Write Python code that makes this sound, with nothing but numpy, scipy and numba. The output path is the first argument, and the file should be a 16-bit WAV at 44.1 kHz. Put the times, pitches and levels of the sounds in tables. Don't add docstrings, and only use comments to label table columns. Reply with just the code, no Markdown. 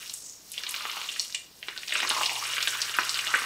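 import sys
import numpy as np
from scipy import signal
from scipy.fft import rfft, irfft
from scipy.io import wavfile
from numba import njit

SR = 44100
rng = np.random.default_rng(int(sys.argv[2]) if len(sys.argv) > 2 else 0)


def level_to_linear(level):
    exponent = np.asarray(level, float) / 20
    return 10 ** exponent


def persist_wave(psi):
    counts = np.round(np.clip(psi, -1, 1) * 32767).astype(np.int16)
    wavfile.write(sys.argv[1], SR, np.atleast_2d(counts).T)


N = 152145
PLACES = 6

# start_s, level_db, pitch_hz, spread_octaves
SKIN_BOIL = [(0, -41, 3540, 0.63), (.13, -46, 6500, 0.75), (.25, -44, 6600, 0.085), (.45, -56, 5660, 0.08),
             (.575, -39, 3800, 0.6), (.9, -37, 3430, 0.38), (1.15, -38.5, 3970, 0.62),
             (1.24, -40.5, 5760, 0.7), (1.42, -56.5, 5130, 0.69), (1.58, -60, 4740, 0.22),
             (1.7, -45.5, 3120, 0.87), (1.86, -43, 4000, 0.63), (1.95, -30, 3060, 0.74),
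             (2.2, -31.5, 4300, 0.54), (2.38, -34, 4200, 0.63), (2.6, -33, 3160, 0.74),
             (3.0, -34, 3580, 0.86), (3.45, -33.5, 3500, 0.85)]


def in_time(rows, t):
    s, *columns = np.transpose(rows)
    return [np.interp(t, s, c) for c in columns]


def rms_one(x):
    return x / np.sqrt(np.mean(x ** 2) + 1e-20)


def drift(rate_hz):
    r = np.exp(-2 * np.pi * rate_hz / SR)
    settle = 8000
    noise = rng.standard_normal(N + settle)
    return rms_one(signal.lfilter([1], [1, -2 * r, r * r], noise)[settle:])


@njit
def add(out, place, start, hz, size, cycles, rise):
    for k in range(len(start)):
        w = 2 * np.pi * hz[k] / SR
        n = int(cycles * SR / hz[k]) + 2
        fall = np.exp(-6.9 / n)
        swell = np.exp(-.7 * hz[k] / SR)
        level, unswollen, phase = size[k], 1.0, 0.0
        for i in range(min(n, out.shape[1] - start[k])):
            out[place[k], start[k] + i] += level * (1 - unswollen) * np.sin(phase)
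            phase += w * (1 + rise * i / n)
            level *= fall
            unswollen *= swell


def volleys(s, db, hz, spread, dies_s, cycles, count):
    s, db, hz, spread = (np.broadcast_to(v, np.shape(s))[:, None] for v in (s, db, hz, spread))
    late = rng.exponential(1, (len(s), count)) * (np.arange(count) > count // 4)
    detune = np.clip(rng.standard_normal(late.shape), -1.5, 1.5)
    pitch = np.clip(hz * 2 ** (np.abs(spread) * detune), 200, .4 * SR)
    size = level_to_linear(db - 2.25 * late) * rng.choice([-1, 1], late.shape) / np.sqrt(count)
    start = np.clip((s + dies_s * late) * SR, 0, N - 1).astype(np.int64)
    place = np.repeat(np.arange(len(s)) % PLACES, count)
    out = np.zeros((PLACES, N))
    add(out, place, start.ravel(), pitch.ravel(), size.ravel(), cycles, .1)
    return out


def swarm(per_s, control, uneven_db, clump_db, cycles, crackle_db, dies_s, crackle_oct):
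    out = 0
    for share, count, lift_db, most in (1, 1, 0, 3), (.03, 8, crackle_db, 1.6):
        t = rng.uniform(0, N / SR, int(share * per_s * N / SR))
        level_db, hz, spread = control(t)
        size_db = uneven_db * np.minimum(rng.exponential(1, len(t)), most)
        size_db = size_db + clump_db * drift(19)[(t * SR).astype(int)]
        hz = hz * 2 ** (np.abs(spread) * np.clip(rng.standard_normal(len(t)), -2, 2))
        even_db = 10 * np.log10(np.mean(level_to_linear(2 * size_db)) * per_s * cycles / 60 / hz)
        burst_db = level_db + size_db - even_db + lift_db
        out = out + volleys(t, burst_db, hz, crackle_oct * (count > 1), dies_s, cycles, count=count)
    return out


def sizzle():
    return swarm(5000, lambda t: in_time(SKIN_BOIL, t), uneven_db=6.0, clump_db=1.74, cycles=10.0,
                 crackle_db=15, dies_s=0.0033, crackle_oct=0.18)


def pocket():
    # start_s, level_db, pitch_hz
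    pocket_curve = [(0, -53.5, 1380), (.2, -71, 1230), (.52, -88, 1200), (.6, -51, 1110), (1.02, -41, 1210),
                    (1.12, -56, 1300), (1.6, -81, 1140), (1.85, -61, 1130), (1.95, -48.5, 1470),
                    (2.12, -32, 1120), (2.25, -37, 1010), (2.35, -41, 900), (2.47, -43.5, 1160),
                    (2.7, -39.5, 1510), (3.33, -40, 1284), (3.345, -25, 1540), (3.45, -29.5, 1300)]
    spread_oct = 0.16
    return swarm(700, lambda t: in_time(pocket_curve, t) + [spread_oct], uneven_db=4, clump_db=2.5,
                 cycles=14.0, crackle_db=6, dies_s=.005, crackle_oct=.15)


def mist():
    # start_s, level_db
    mist_curve = [
        (0.0, -48.5),
        (0.39, -56),
        (0.83, -46.5),
        (1.16, -49.5),
        (1.41, -66),
        (1.66, -56),
        (2.12, -45),
        (2.71, -43.5),
        (3.45, -48.5),
    ]
    pitch_hz, spread_oct = 10600, 0.53
    return swarm(9000, lambda t: in_time(mist_curve, t) + [pitch_hz, spread_oct], uneven_db=-1.5,
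                 clump_db=-2.5, cycles=10.0, crackle_db=16, dies_s=0.0045, crackle_oct=0.15)


def simmer():
    def boil(t):
        level_db = -58 + 1.5 * (in_time(SKIN_BOIL, t)[0] + 35)
        return [level_db, 420, .25]
    return swarm(700, boil, uneven_db=0.0, clump_db=3.0, cycles=10.0,
                 crackle_db=-6.0, dies_s=0.0047, crackle_oct=0.16).sum(axis=0)


def room_tone():
    # pitch_hz, level_db
    hush_colour = [(15, -40), (25, -1.5), (317, -1.5), (1700, -8), (2350, -8), (5570, -4.5), (10700, -41),
                   (14000, -7), (16000, -19)]
    hz, db = np.transpose(hush_colour)
    f = np.fft.rfftfreq(N, 1 / SR) + 1
    colour = level_to_linear(np.interp(np.log(f), np.log(hz), db))
    return level_to_linear(-57) * rms_one(irfft(rfft(rng.standard_normal(N)) * colour, N))


def pops():
    # start_s, peak_db,
    # pitch_hz, spread_octaves
    water_drops = [(0.096, -7.5, 4770, 0.6), (0.138, -4.5, 8300, 0.33), (0.518, -7.5, 9400, 0.28),
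                   (0.536, -16, 7500, 0.3), (0.579, -6, 3180, 0.43), (0.636, -10.5, 2070, 0.34),
                   (0.666, -6.5, 3520, 0.28), (0.691, -3.5, 8900, 0.28), (0.742, -9, 3000, 0.59),
                   (0.762, -7, 4500, 0.43), (0.807, -14, 1270, 0.2), (0.852, -7.5, 1230, 0.33),
                   (0.897, -7, 2870, 0.32), (0.967, -18, 1210, 0.39), (1.015, -12, 3200, 0.51),
                   (1.089, -2.5, 3170, 0.1), (1.117, -12, 7000, 0.3), (1.161, -8, 2840, 0.56),
                   (1.196, 4, 5400, 0.31), (1.325, -16, 4460, 0.23), (1.346, 1, 3130, 0.28),
                   (1.628, -8, 2840, 0.34), (1.684, -6, 2860, 0.54), (1.763, -13.5, 3180, 0.7),
                   (1.777, -17, 3180, 0.58), (1.833, -14.5, 2420, 0.2),
                   (1.878, -9.5, 3150, 0.33), (1.902, -15, 2900, 0.28), (1.923, 0, 2420, 0.34),
                 (1.954, 1, 2420, 0.58), (2.003, -5.5, 2420, 0.7), (2.029, -6.5, 1330, 0.5),
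                 (2.0992, 2.5, 3720, 0.57), (2.111, -11, 1216, 0.42), (2.209, 1, 1090, 0.2),
                 (2.258, 0.5, 3680, 0.33), (2.294, -10, 2390, 0.16), (2.355, -6, 3000, 0.29),
                 (2.452, -4, 2290, 0.37), (2.534, -5, 3050, 0.38), (2.567, -5, 1990, 0.45),
                 (2.581, -2, 2640, 0.5), (2.605, -1, 2740, 0.56), (2.629, -3, 4420, 0.55),
                 (2.673, 0.5, 2380, 0.55), (2.732, -15, 2070, 0.39), (2.818, 0.5, 4630, 0.36),
                 (2.892, -30, 5600, 0.34), (2.94, -14, 2950, 0.21), (2.986, 3.5, 1570, 0.41),
                 (3.093, -5, 4500, 0.2), (3.19, 1.5, 3100, 0.41), (3.266, -4.5, 2860, 0.39),
                 (3.339, 4, 1800, 0.35)]
    # start_s, peak_db, pitch_hz
    tick_drops = [
        (0.1381, -24, 8090),
        (0.5177, -23, 8850),
        (0.6908, -20, 7700),
        (1.1972, -19, 6100),
        (1.348, -3, 6300),
        (2.0712, -25, 8310),
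        (2.0986, -21, 6700),
        (2.189, -23, 6600),
        (2.816, 0, 6500),
        (3.0944, -1, 6430),
    ]
    # start_s, peak_db, pitch_hz
    spit_drops = [(0.0253, -37, 15500), (0.5202, -28, 12900), (0.7083, -7, 11600), (0.7502, -15, 14900),
                  (1.1972, -32, 11000), (2.0677, -34, 11700), (2.136, -31, 11400), (2.4648, -31, 12800),
                  (2.565, -25, 14100), (2.6733, -24, 11200), (2.7287, -26, 13800), (2.8943, -23, 13800),
                  (3.2755, -21, 11800)]
    tiny_oct = .22
    spits = [(s, db + 6, hz) for s, db, hz in spit_drops]
    tiny = [(*row, tiny_oct) for row in [*tick_drops, *spits]]
    s, db, hz, spread = np.transpose([*water_drops, *tiny])
    return volleys(s, db - 9 + 8.5, hz, spread, dies_s=.003, cycles=11.6, count=16)


def snaps():
    # start_s, peak_db, pitch_hz
    skin_cracks = [(0.0773, -24.5, 4900), (0.0979, -21.5, 4800), (0.1393, -13.5, 8020), (0.519, -25, 7680),
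                   (0.5786, -19, 3070), (0.6358, -14.5, 4400), (0.6687, -18.5, 3600), (0.7426, -14.5, 3030),
                   (0.7627, -14.5, 3920), (0.8082, -21, 2660), (0.8536, -16.5, 2100), (0.9686, -21.5, 2300),
                   (1.0161, -22.5, 2760), (1.0901, -22.5, 3200), (1.0982, -23, 3660), (1.2015, -11, 4700),
                   (1.3035, -25, 5900), (1.3253, -22, 4720), (1.3483, -16.5, 4570), (1.356, -23, 3380),
                   (1.6285, -22.5, 2780), (1.6845, -15.5, 1900), (1.7767, -13.5, 4070),
                   (1.8334, -28.5, 2860), (1.8816, -16, 5030), (1.8945, -14, 3800), (1.9076, -16, 3190),
                   (1.9248, -16.5, 2520), (1.9513, -17, 2780), (1.9621, -13, 2330), (2.0029, -10, 3130),
                   (2.0307, -12.5, 2120), (2.0498, -17, 1620), (2.1031, -7, 3520), (2.1108, -12, 1460),
                   (2.2131, -16, 1630), (2.2338, -9.5, 2870), (2.2619, -5, 4060), (2.295, -13.5, 2640),
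                   (2.5348, -13.5, 2870), (2.5818, -13, 2970), (2.6273, -7.5, 4600), (2.6746, -7.5, 3600),
                   (2.8187, -9, 4900), (2.8258, -12, 4330), (2.8956, -14.5, 3600), (2.9414, -18, 2700),
                   (2.9873, -7.5, 1480), (2.9937, -15, 1750), (3.0941, -6, 4700), (3.1441, -8, 4250),
                   (3.2698, -11, 3170), (3.276, -12, 3520), (3.3403, -8, 2020), (3.3565, -8.5, 2260),
                   (3.42, -16, 1830)]
    s, db, hz = np.transpose(skin_cracks)
    split_hz, snap_gain_db = 2500, 20
    out = np.zeros((PLACES, N))
    place = np.arange(len(s)) % PLACES
    start = (s * SR).astype(np.int64)
    large = level_to_linear(db + snap_gain_db) * (hz <= split_hz)
    small = level_to_linear(db + 13) * (hz > split_hz)
    thud_db = db + snap_gain_db - 24 - 5 * np.log2(hz / split_hz)
    add(out, place, start, hz, large, 3.0, 0.)
    add(out, place, start, hz, small, 6.0, 0.)
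    add(out, place, start, hz * .25, level_to_linear(thud_db), 3.5, 0.)
    return out


def gulps():
    # start_s, peak_db, pitch_hz
    steam_gulps = [
        (0.992, -21, 1150),
        (1.04, -22, 1100),
        (2.048, -14, 1150),
        (2.165, -12, 1050),
        (2.182, -13, 1030),
        (2.232, -9, 2750),
        (2.315, -15, 880),
        (2.425, -18, 1100),
        (2.49, -15, 1300),
        (3.28, -12, 2850),
    ]
    s, db, hz = np.transpose(steam_gulps)
    return volleys(s, db, hz, .12, dies_s=.004, cycles=13.0, count=10)


def hum():
    t = np.arange(N) / SR
    on_s, fade_s, hum_hz = 2.02, 0.051, 120
    fade_in = np.clip((t - on_s) / fade_s, 0, 1)
    return level_to_linear(-64) * np.sqrt(2) * fade_in * np.sin(2 * np.pi * hum_hz * t)


def pan(x):
    # pitch_hz, width_hz, level_db
    steel_modes = [(617, 21, 0.5), (1380, 33, -64), (2420, 43, -12), (2860, 117, -4.5), (4300, 95, -25),
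                   (5614, 150, -9), (6750, 330, -13.5), (8050, 430, -7.5), (11700, 130, -53)]
    out = x.copy()
    for hz, width_hz, db in steel_modes:
        r = np.exp(-np.pi * width_hz / SR)
        drive = (1 - r * r) / 2 * np.array([1, 0, -1])
        ring = [1, -2 * r * np.cos(2 * np.pi * hz / SR), r * r]
        out += level_to_linear(1 + db / 2) * signal.lfilter(drive, ring, x)
    return out


def kitchen(x):
    t60_s, rise_s, wall_cut_hz, echo_s = 0.32, 0.00081, 21600, .0046
    t = np.arange(SR // 2) / SR
    tail = rng.standard_normal((PLACES, len(t))) * level_to_linear(-60 * t / t60_s) * np.clip(t / rise_s, 0, 1)
    filtered_tail = signal.lfilter(*signal.butter(1, wall_cut_hz, fs=SR), tail)
    reply = level_to_linear(-4) * filtered_tail / np.sqrt(np.sum(filtered_tail ** 2) / PLACES)
    reply[:, 0] = 1
    echo_at = (echo_s * SR * np.linspace(.85, 1.15, PLACES)).astype(int)
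    reply[np.arange(PLACES), echo_at] += level_to_linear(-7.5)
    heard = signal.fftconvolve(x, reply, axes=1)[:, :N].sum(axis=0)
    return heard / np.sqrt(np.sum(reply ** 2) / PLACES)


def scene():
    bursts = sizzle() + pocket() + mist() + pops() + snaps() + gulps()
    oil = pan(kitchen(bursts))
    oil = signal.sosfilt(signal.butter(2, 330, "high", fs=SR, output="sos"), oil)
    return (oil + simmer() + room_tone() + hum())[None]


def band_limit(x):
    return signal.sosfilt(signal.butter(12, 16640, fs=SR, output="sos"), x)


def record(dry):
    x = signal.sosfilt(signal.cheby2(18, 32, 15850, fs=SR, output="sos"), dry)
    x = signal.sosfilt(signal.cheby2(14, 40, 16650, fs=SR, output="sos"), x)
    return band_limit(x)


dry = scene()
out = record(dry)
persist_wave(out)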